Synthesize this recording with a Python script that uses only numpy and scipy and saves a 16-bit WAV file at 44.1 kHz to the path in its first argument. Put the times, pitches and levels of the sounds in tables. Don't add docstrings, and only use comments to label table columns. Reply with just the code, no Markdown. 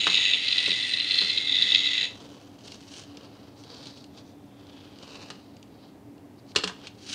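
import sys
import numpy as np
from scipy import signal
from scipy.fft import rfft, irfft, next_fast_len
from scipy.io import wavfile
from scipy.ndimage import uniform_filter1d

SR = 44100
rng = np.random.default_rng(int(sys.argv[2]) if len(sys.argv) > 2 else 0)


def master(y):
    cut = np.clip(np.atleast_2d(y).T, -1, 1)
    pcm = np.round(cut * 32767)
    wavfile.write(sys.argv[1], SR, pcm.astype(np.int16))


N = 315207
TIME = np.arange(N) / SR

# frequency in [Hz], density in relative [dB per Hz].
AIR_COLOUR = [(18, -78.5), (30, -35), (110, -5), (171, -14), (185, -12.5), (222, -11), (281, -4),
              (346, -13.5), (394, -12), (485, -17.5), (735, -18), (1370, -31.5), (2080, -33.5), (8690, -45),
              (15000, -47)]
# centre in [Hz], width in [Hz], rms level in [dB].
HUM_BANDS = [(96.74, 1.3, -67.5), (200.8, 11, -61.5), (286.9, 6.8, -56.5)]
AIR_DB = -50.5
ROOM_T60_S, ROOM_DB = 0.32, -9.5
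CUTOFF_HZ = 15600

# time in [s], relative peak in [dB].
SHELL_TICKS = [(2.6798, -29), (2.72, -28.5), (2.9382, -31), (2.9734, -38), (3.036, -36.5), (3.171, -32.5),
               (3.637, -36), (3.7463, -35), (3.8561, -31.5), (3.973, -38.5), (4.0416, -35), (4.1844, -42),
               (4.668, -41), (4.9868, -36), (5.5667, -40.5), (5.628, -37.5), (6.18, -47.5), (6.5172, -40.5)]
# time in [s], then peaks of table thud, body clunk, shell clack in [dB].
LANDINGS = [(0.068, -28, -14.5, -18), (0.678, -32.5, -33, -21.5), (0.717, -36.5, -49, -36),
            (1.217, -33, -30, -40), (5.3022, -41, -34, -30), (6.551, -50, -33, -30),
            (6.5597, -21.5, -17, -9.5), (6.562, -47, -37, -7.5), (6.569, -29.5, -30, -27),
            (6.585, -38, -31, -21), (6.6363, -26.5, -22.5, -22), (6.6403, -30.5, -46, -13.5),
            (6.675, -52, -27.5, -19.5), (6.696, -44, -30, -35), (6.870, -70, -45, -26.5)]
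# centre in [Hz], width in [Hz], relative gain in [dB].
TABLE_MODES = [(110, 70, -10), (187.6, 15, 3), (292, 100, -8.5), (430, 111, 1.5), (578, 82, -12.5)]
BODY_MODES = [(792, 260, -5.5), (1060, 180, -0.5), (1233, 79, 3), (1510, 340, -2), (1886, 240, -3)]
SHELL_MODES = [(2430, 520, -4.5), (2816, 150, 2), (3250, 500, -1.5), (4130, 1100, -6), (4730, 740, -5),
               (5330, 460, -9.5), (6090, 830, -10), (7440, 1100, -15.5), (8860, 1700, -24),
               (11500, 3500, -42.5)]

# wheel hiss, axle hiss and table rumble in [dB].
PUSH_STROKES = [(2.12, 0.14, 0.78, -54, -6, -5, 3), (2.7, 0.14, 0.19, -51, -1, -1.5, -1),
                (3.0, 0.28, 0.099, -48.5, -3.5, -1, -7.5), (3.2, 0.63, 0.8, -59, -2.5, -9, 5),
                (3.6, 0.047, 0.12, -66.5, 1, 7.5, 11), (3.75, 0.22, 0.27, -54, 4.5, -4.5, 6),
                (3.86, 0.17, 0.15, -53, 3, -3.5, -2), (3.98, 0.15, 0.12, -61.5, 7, 0, 3),
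                (4.195, 0.11, 0.043, -54.5, 0, -5, 2), (4.28, 0.068, .14, -66, -0.5, -2, -4),
                (4.78, 0.51, 0.45, -55.5, -7, -13, -0.5), (5.18, 0.37, 0.3, -49.5, -3, -7.5, 2.5),
                (5.42, 0.075, 0.42, -67.5, 3.5, -10, -8), (5.82, 0.2, 0.15, -63, 1, -14, 3),
                (6.39, .06, .1, -77, 10.5, 0, -2), (6.51, .06, .05, -62.5, 6, 3, -8),
                (6.69, 0.088, 0.083, -53.5, -14.5, 1, -2.5), (6.85, 0.12, 0.068, -48.5, -5.5, -11, -0.5),
                (7.136, 0.13, 0.077, -36.5, -1.5, -2, -20)]
PUSH_RANGE_DB = 23.5
PUSH_ROUNDNESS = 1.19
# frequency in [Hz], density in relative [dB per Hz].
WHEEL_COLOUR = [(3300, -24.5), (3850, 1.5), (4200, -2), (4550, 0.5), (5000, -5), (5500, -13), (6200, -44.5)]
AXLE_COLOUR = [(4800, -7.5), (5800, 3.5), (6500, 0.5), (7500, -6.5), (8800, -9), (10000, -16.5),
               (13000, -37.5)]
RUMBLE_COLOUR = [(120, -3.5), (220, -4.5), (350, -5.5), (460, 3.5), (600, -3.5), (800, -6), (1300, -8.5),
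                 (2000, -22.5)]
PURR_COLOUR = [(1500, -3.5), (2050, -6.5), (2600, 1), (3200, -11.5), (3650, 1.5), (4100, -12)]
# time in [s], centre in [Hz].
PURR_CENTRE = [(2.1, 3230), (2.7, 3040), (3.3, 3020), (3.8, 3280), (4.3, 3460), (5.0, 3130), (5.18, 2690),
               (5.6, 3160), (7.1, 3080)]
# from [s], to [s].
WHEELS_LIFTED_S = (6.525, 6.56)
DRIVE_RUMBLE_DB = -29

# time in [s], relative gear level in [dB].
MOTOR_LEVEL = [(0, -26.5), (.3, -24), (.4, -29), (.55, -26.5), (.7, -26.5), (.8, -28), (1.03, -31),
               (1.2, -25), (1.43, -30), (1.63, -24.5), (1.83, -26.5), (2.05, -26.5)]
MOTOR_STOP_S, RUN_DOWN_DB_PER_S = 2.047, 334
# time in [s], centre in [Hz].
GEARBOX_CENTRE = [(0, 3870), (.35, 3710), (.5, 4030), (.6, 3850), (.95, 3990), (1.28, 4140), (1.48, 3686),
                  (2.05, 3820)]
# centre in [Hz], waver in [Hz], width in [Hz], gain in [dB].
HOUSING_MODE = (2027.5, 47.5, 181, -7.5)
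# centre in [Hz], width in [Hz], relative gain in [dB].
GEARBOX_MODES = [(1370, 210, -19.5), (3237, 182, -9), (3549, 177, 1.5), (3972, 180, -5)]
FLOOR_PAN_MODES = [(2316, 180, -6.5), (2613, 158, -2), (2928, 340, -4)]
CABIN_MODES = [(4425, 346, 0.5), (5170, 650, -15.5), (5800, 1280, -13.5)]
AXLE_MODES = [(6566, 350, 5.5), (7300, 280, -8)]
SPRING_MODES = [(8550, 410, 3), (9240, 490, -12.5)]
# time in [s], distance from 0 (near edge of the table) to 1 (farthest).
DISTANCE = [(0, 0.11), (.28, 0.055), (.45, 0.67), (.85, 0.76), (1.15, 0.98), (1.5, .8), (1.78, 0.46),
            (2.05, 0.36)]
LET_GO_S, LET_GO_TAKES_S = 1.3, 0.15
GEARBOX_DB = -1.5
# gain when near and held in [dB], change when far in [dB], change once let go in [dB].
PART_RADIATION = [(2, -8, -4), (-8, 0, -1.5), (-11, -14.5, -1), (-25.5, 1.5, -6)]

# time in [s], relative peak in [dB], time to its rebound in [s].
GEAR_JUMPS = [(0.068, -12.5, 0.0078), (0.1, -13.5, .003), (0.1432, -10.5, 0.0097), (0.1723, -12.5, .005),
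              (0.2527, -13.5, .0072), (.2808, -19.5, 0.0035), (0.3348, -12.5, 0.0083),
              (0.4832, -13.5, .003), (0.5056, -16, 0.0087), (0.5263, -10.5, 0.0016), (0.5824, -9.5, 0.0047),
              (0.6623, -13.5, 0.0033), (.7064, -12.5, 0.0091), (.8265, -19.5, .003), (.938, -11.5, 0.0016),
              (0.9722, -17, 0.013), (1.001, -15, 0.0067), (1.044, -20.5, .002), (1.1092, -10.5, .009),
              (1.1419, -14.5, .002), (1.1846, -10.5, .003), (1.2068, -14, .0065), (1.2997, -13.5, .003),
              (1.3752, -11.5, 0.0081), (1.4727, -18.5, 0.01), (1.5245, -15.5, .002), (1.5446, -14, 0.011),
              (1.567, -13.5, 0.0024), (1.587, -16.5, 0.0099), (1.6236, -8.5, .0048), (1.7033, -15.5, .002),
              (1.7203, -11, 0.0028), (1.7478, -7, .0095), (1.7808, -14.5, 0.0095), (1.857, -15.5, .002),
              (1.8679, -12.5, .005), (1.979, -14, 0.0023), (2.012, -14.5, .017)]
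CHATTER_PER_S, CHATTER_DB, CHATTER_SWING_DB, WHEEL_TURNS_HZ = 180, 3, 2.5, 26.26
FLIGHT_S, TOUCH_AHEAD_S, TOUCH_DB, REBOUND_DB = 0.0097, 0.004, -12, -2.0
REBOUND_MAX_DB = -10.5


def from_db(db):
    return 10 ** (np.asarray(db) / 20)


def rms_one(x):
    return x / np.sqrt(np.mean(x ** 2) + 1e-20)


def in_time(rows):
    s, *columns = np.transpose(rows)
    return [np.interp(TIME, s, column) for column in columns]


def drift(rate):
    points = rng.standard_normal(int(N / SR * rate) + 2)
    return rms_one(np.interp(TIME * rate, np.arange(len(points)), points))


def coloured(x, spectrum):
    hz, db = np.transpose(spectrum)
    size = next_fast_len(N)
    octave = np.log2(np.maximum(np.arange(size // 2 + 1) * SR / size, 1))
    known = np.log2(hz)
    outside = np.abs(octave - np.clip(octave, known[0], known[-1]))
    gain = from_db(np.interp(octave, known, db) - 20 * outside)
    return rms_one(irfft(rfft(x, size) * gain, size)[:N])


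def resonate(x, hz, width):
    band = [hz - width / 2, hz + width / 2]
    return signal.sosfilt(signal.butter(2, band, "band", fs=SR, output="sos"), x + 1e-18)


def ring(x, modes):
    return sum((-1) ** k * from_db(db) * resonate(x, hz, width) for k, (hz, width, db) in enumerate(modes))


def glide(x, hz, width):
    turn = np.exp(2j * np.pi * np.cumsum(hz) / SR)
    lowpass = signal.butter(2, width / 2, fs=SR, output="sos")
    return 2 * np.real(turn * signal.sosfilt(lowpass, (x + 1e-18) / turn))


def grains(per_s, spread_db):
    sizes = from_db(spread_db * np.minimum(rng.exponential(1, N), 4))
    signs = rng.choice([-1, 1], N)
    return sizes * signs * (rng.random(N) < per_s / SR)


def background():
    hum = 0
    for hz, width, db in HUM_BANDS:
        band = resonate(rng.standard_normal(N + SR), hz, width)[SR:]
        hum = hum + from_db(db) * rms_one(band)
    return hum + from_db(AIR_DB) * coloured(rng.standard_normal(N), AIR_COLOUR)


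def room(x, wall_hz=7000, first_echo_s=0.0015):
    t = TIME[:SR // 2]
    tail = rng.standard_normal(len(t)) * from_db(-60 * t / ROOM_T60_S) * (t > first_echo_s)
    tail = tail / np.linalg.norm(tail)
    tail = signal.sosfilt(signal.butter(1, wall_hz, fs=SR, output="sos"), tail)
    return from_db(ROOM_DB) * signal.fftconvolve(x, tail)[:N]


def strikes(times, levels_db, modes, crunch_s, crunch, skid=0, skid_s=0.034):
    out, t = np.zeros(N + SR), TIME[:SR // 4]
    for s, level_db in zip(times, levels_db):
        fading = np.exp(-t / crunch_s) + skid * np.exp(-t / skid_s)
        force = crunch * rng.standard_normal(len(t)) * fading / np.sqrt(crunch_s * SR)
        force[0] += 1
        blow, at = ring(force, modes), int(s * SR)
        out[at:at + len(t)] += from_db(level_db) * blow / np.abs(blow).max()
    return out[:N]


def ticks(tick_db=-2.5, sharp_db_per_octave=1.0):
    s, db = np.transpose(SHELL_TICKS)
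    lowest_hz = SHELL_MODES[0][0]
    modes = [(hz, width, gain_db + sharp_db_per_octave * np.log2(hz / lowest_hz))
             for hz, width, gain_db in SHELL_MODES]
    return strikes(s, db + tick_db, modes, crunch_s=0.003, crunch=2.2)


def knocks():
    s, thud_db, clunk_db, clack_db = np.transpose(LANDINGS)
    thud = strikes(s, thud_db, TABLE_MODES, crunch_s=0.0088, crunch=0.8, skid=0.34)
    clunk = strikes(s, clunk_db, BODY_MODES, crunch_s=0.016, crunch=1.0, skid=0.14)
    clack = strikes(s, clack_db, SHELL_MODES, crunch_s=0.0067, crunch=2.7, skid=0.046)
    return thud + clunk + clack


def motor_db():
    return in_time(MOTOR_LEVEL)[0] - RUN_DOWN_DB_PER_S * np.clip(TIME - MOTOR_STOP_S, 0, 1)


def push_gains():
    power = 0
    for s, rise_s, fall_s, db, *others_db in PUSH_STROKES:
        from_top = np.maximum((s - TIME) / rise_s, (TIME - s) / fall_s).clip(0, 10)
        swell = from_db(db - PUSH_RANGE_DB * from_top ** PUSH_ROUNDNESS)
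        power = power + np.outer(from_db([0, *others_db]) ** 2, swell ** 2)
    return np.sqrt(power)


def wheels(purr_db=-1.5, treble_db=-1.5, rumble_db=-1.0, bump_db=2.5, ring_width_hz=540, loose=0.93, grit=0.65):
    fine_grain = rms_one(grains(per_s=3000, spread_db=1.0))
    ridges = rms_one(grains(per_s=150, spread_db=2.2))
    contact = fine_grain + grit * ridges
    gear_ring = rms_one(glide(contact, in_time(PURR_CENTRE)[0], ring_width_hz))
    loose_teeth = coloured(grains(per_s=1600, spread_db=1.0), PURR_COLOUR)
    purr = rms_one(gear_ring + loose * loose_teeth)
    hiss, treble, rumble = [coloured(contact, colour) for colour in (WHEEL_COLOUR, AXLE_COLOUR, RUMBLE_COLOUR)]
    purr_gain, hiss_gain, treble_gain, rumble_gain = push_gains()
    pushed = purr_gain * from_db(purr_db) * purr + hiss_gain * hiss
    pushed += treble_gain * from_db(treble_db) * treble + rumble_gain * from_db(rumble_db) * rumble
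    driven = from_db(motor_db() + DRIVE_RUMBLE_DB) * rumble
    airborne = (TIME > WHEELS_LIFTED_S[0]) & (TIME < WHEELS_LIFTED_S[1])
    return from_db(bump_db * drift(90)) * ~airborne * (pushed + driven)


def contact_force(graze_s=0.0016, graze=0.46, count=4):
    click = signal.unit_impulse(SR // 50, "mid")
    offsets, sides = rng.standard_normal((2, count))
    places = (len(click) // 2 + graze_s * SR * offsets).astype(int).clip(0, len(click) - 1)
    force = click.copy()
    force[places] += graze * np.sign(sides)
    plain, grazed = [np.abs(resonate(x, 3750, 600)).max() for x in (click, force)]
    return force * plain / grazed


def rattle_force(low_hz=2300, soft_hz=5000):
    swing_db = CHATTER_SWING_DB * np.sin(2 * np.pi * WHEEL_TURNS_HZ * TIME)
    chatter = grains(CHATTER_PER_S, spread_db=-1.0) * from_db(motor_db() + CHATTER_DB + swing_db)
    jumps = np.zeros(N)
    for s, db, rebound_s in GEAR_JUMPS:
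        chatter[int((s - FLIGHT_S) * SR):int((s + rebound_s) * SR)] = 0
        touch = (s - TOUCH_AHEAD_S, db + TOUCH_DB)
        rebound = (s + rebound_s, min(db + REBOUND_DB, REBOUND_MAX_DB))
        for at, contact_db in [touch, (s, db), rebound]:
            force = contact_force()
            start = int(at * SR) - len(force) // 2
            jumps[start:start + len(force)] += from_db(contact_db) * force
    return signal.sosfilt(signal.butter(2, [low_hz, soft_hz], "band", fs=SR, output="sos"), chatter + jumps)


def gear_force(pinion_hz=93, mesh_hz=820, wobble=0.08, swing_db=2.5, uneven_db=5.5, rub=0.11):
    speed = 1 + wobble * drift(25) + 2 * wobble * drift(600)
    turns = np.cumsum(pinion_hz * speed) / SR
    teeth = np.cumsum(mesh_hz * speed) / SR
    tooth_sizes = from_db(uneven_db * np.clip(rng.standard_normal(N), -2, 1.5))
    clicks = np.diff(np.floor(teeth), prepend=0) * tooth_sizes
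    return (clicks + rub * rng.standard_normal(N)) * from_db(swing_db * np.sin(2 * np.pi * turns))


def chassis(force, main_db, main_width_hz=380, waver_db=1.5):
    (away,), (main_hz,) = in_time(DISTANCE), in_time(GEARBOX_CENTRE)
    free = np.clip((TIME - LET_GO_S) / LET_GO_TAKES_S + 0.5, 0, 1)
    click = signal.unit_impulse(SR // 20)
    main_click = glide(click, main_hz[:len(click)], main_width_hz)
    out = from_db(main_db) * glide(force, main_hz, main_width_hz) / np.linalg.norm(main_click)

    centre_hz, waver_hz, width_hz, housing_db = HOUSING_MODE
    housing_hz = centre_hz + waver_hz * drift(6.6)
    housing_click = glide(click, housing_hz[:len(click)], width_hz)
    out += from_db(housing_db) * glide(force, housing_hz, width_hz) / np.linalg.norm(housing_click)

    parts = [GEARBOX_MODES, FLOOR_PAN_MODES, CABIN_MODES, AXLE_MODES, SPRING_MODES]
    parts_db = [GEARBOX_DB]
    parts_db += [near_db + far_db * away + free_db * free for near_db, far_db, free_db in PART_RADIATION]
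    for modes, db in zip(parts, parts_db):
        out += from_db(db + waver_db * drift(9)) * ring(force, modes) / np.linalg.norm(ring(click, modes))
    return out * np.linalg.norm(main_click) / np.abs(main_click).max() / 2


def motor(gear_db=-2.0, rattle_db=-0.5):
    gears = chassis(gear_force(), main_db=-2.0)
    gears = gears / np.sqrt(uniform_filter1d(gears ** 2, SR // 30) + 1e-12)
    rattle = chassis(rattle_force(), main_db=7.0)
    return gears * from_db(motor_db() + gear_db) + from_db(rattle_db) * rattle


def scene():
    toy = motor() + wheels() + knocks() + ticks()
    return (toy + room(toy) + background())[None]


def record(dry):
    return signal.sosfilt(signal.ellip(10, 0.1, 80, CUTOFF_HZ, fs=SR, output="sos"), dry)


dry = scene()
out = record(dry)
master(out)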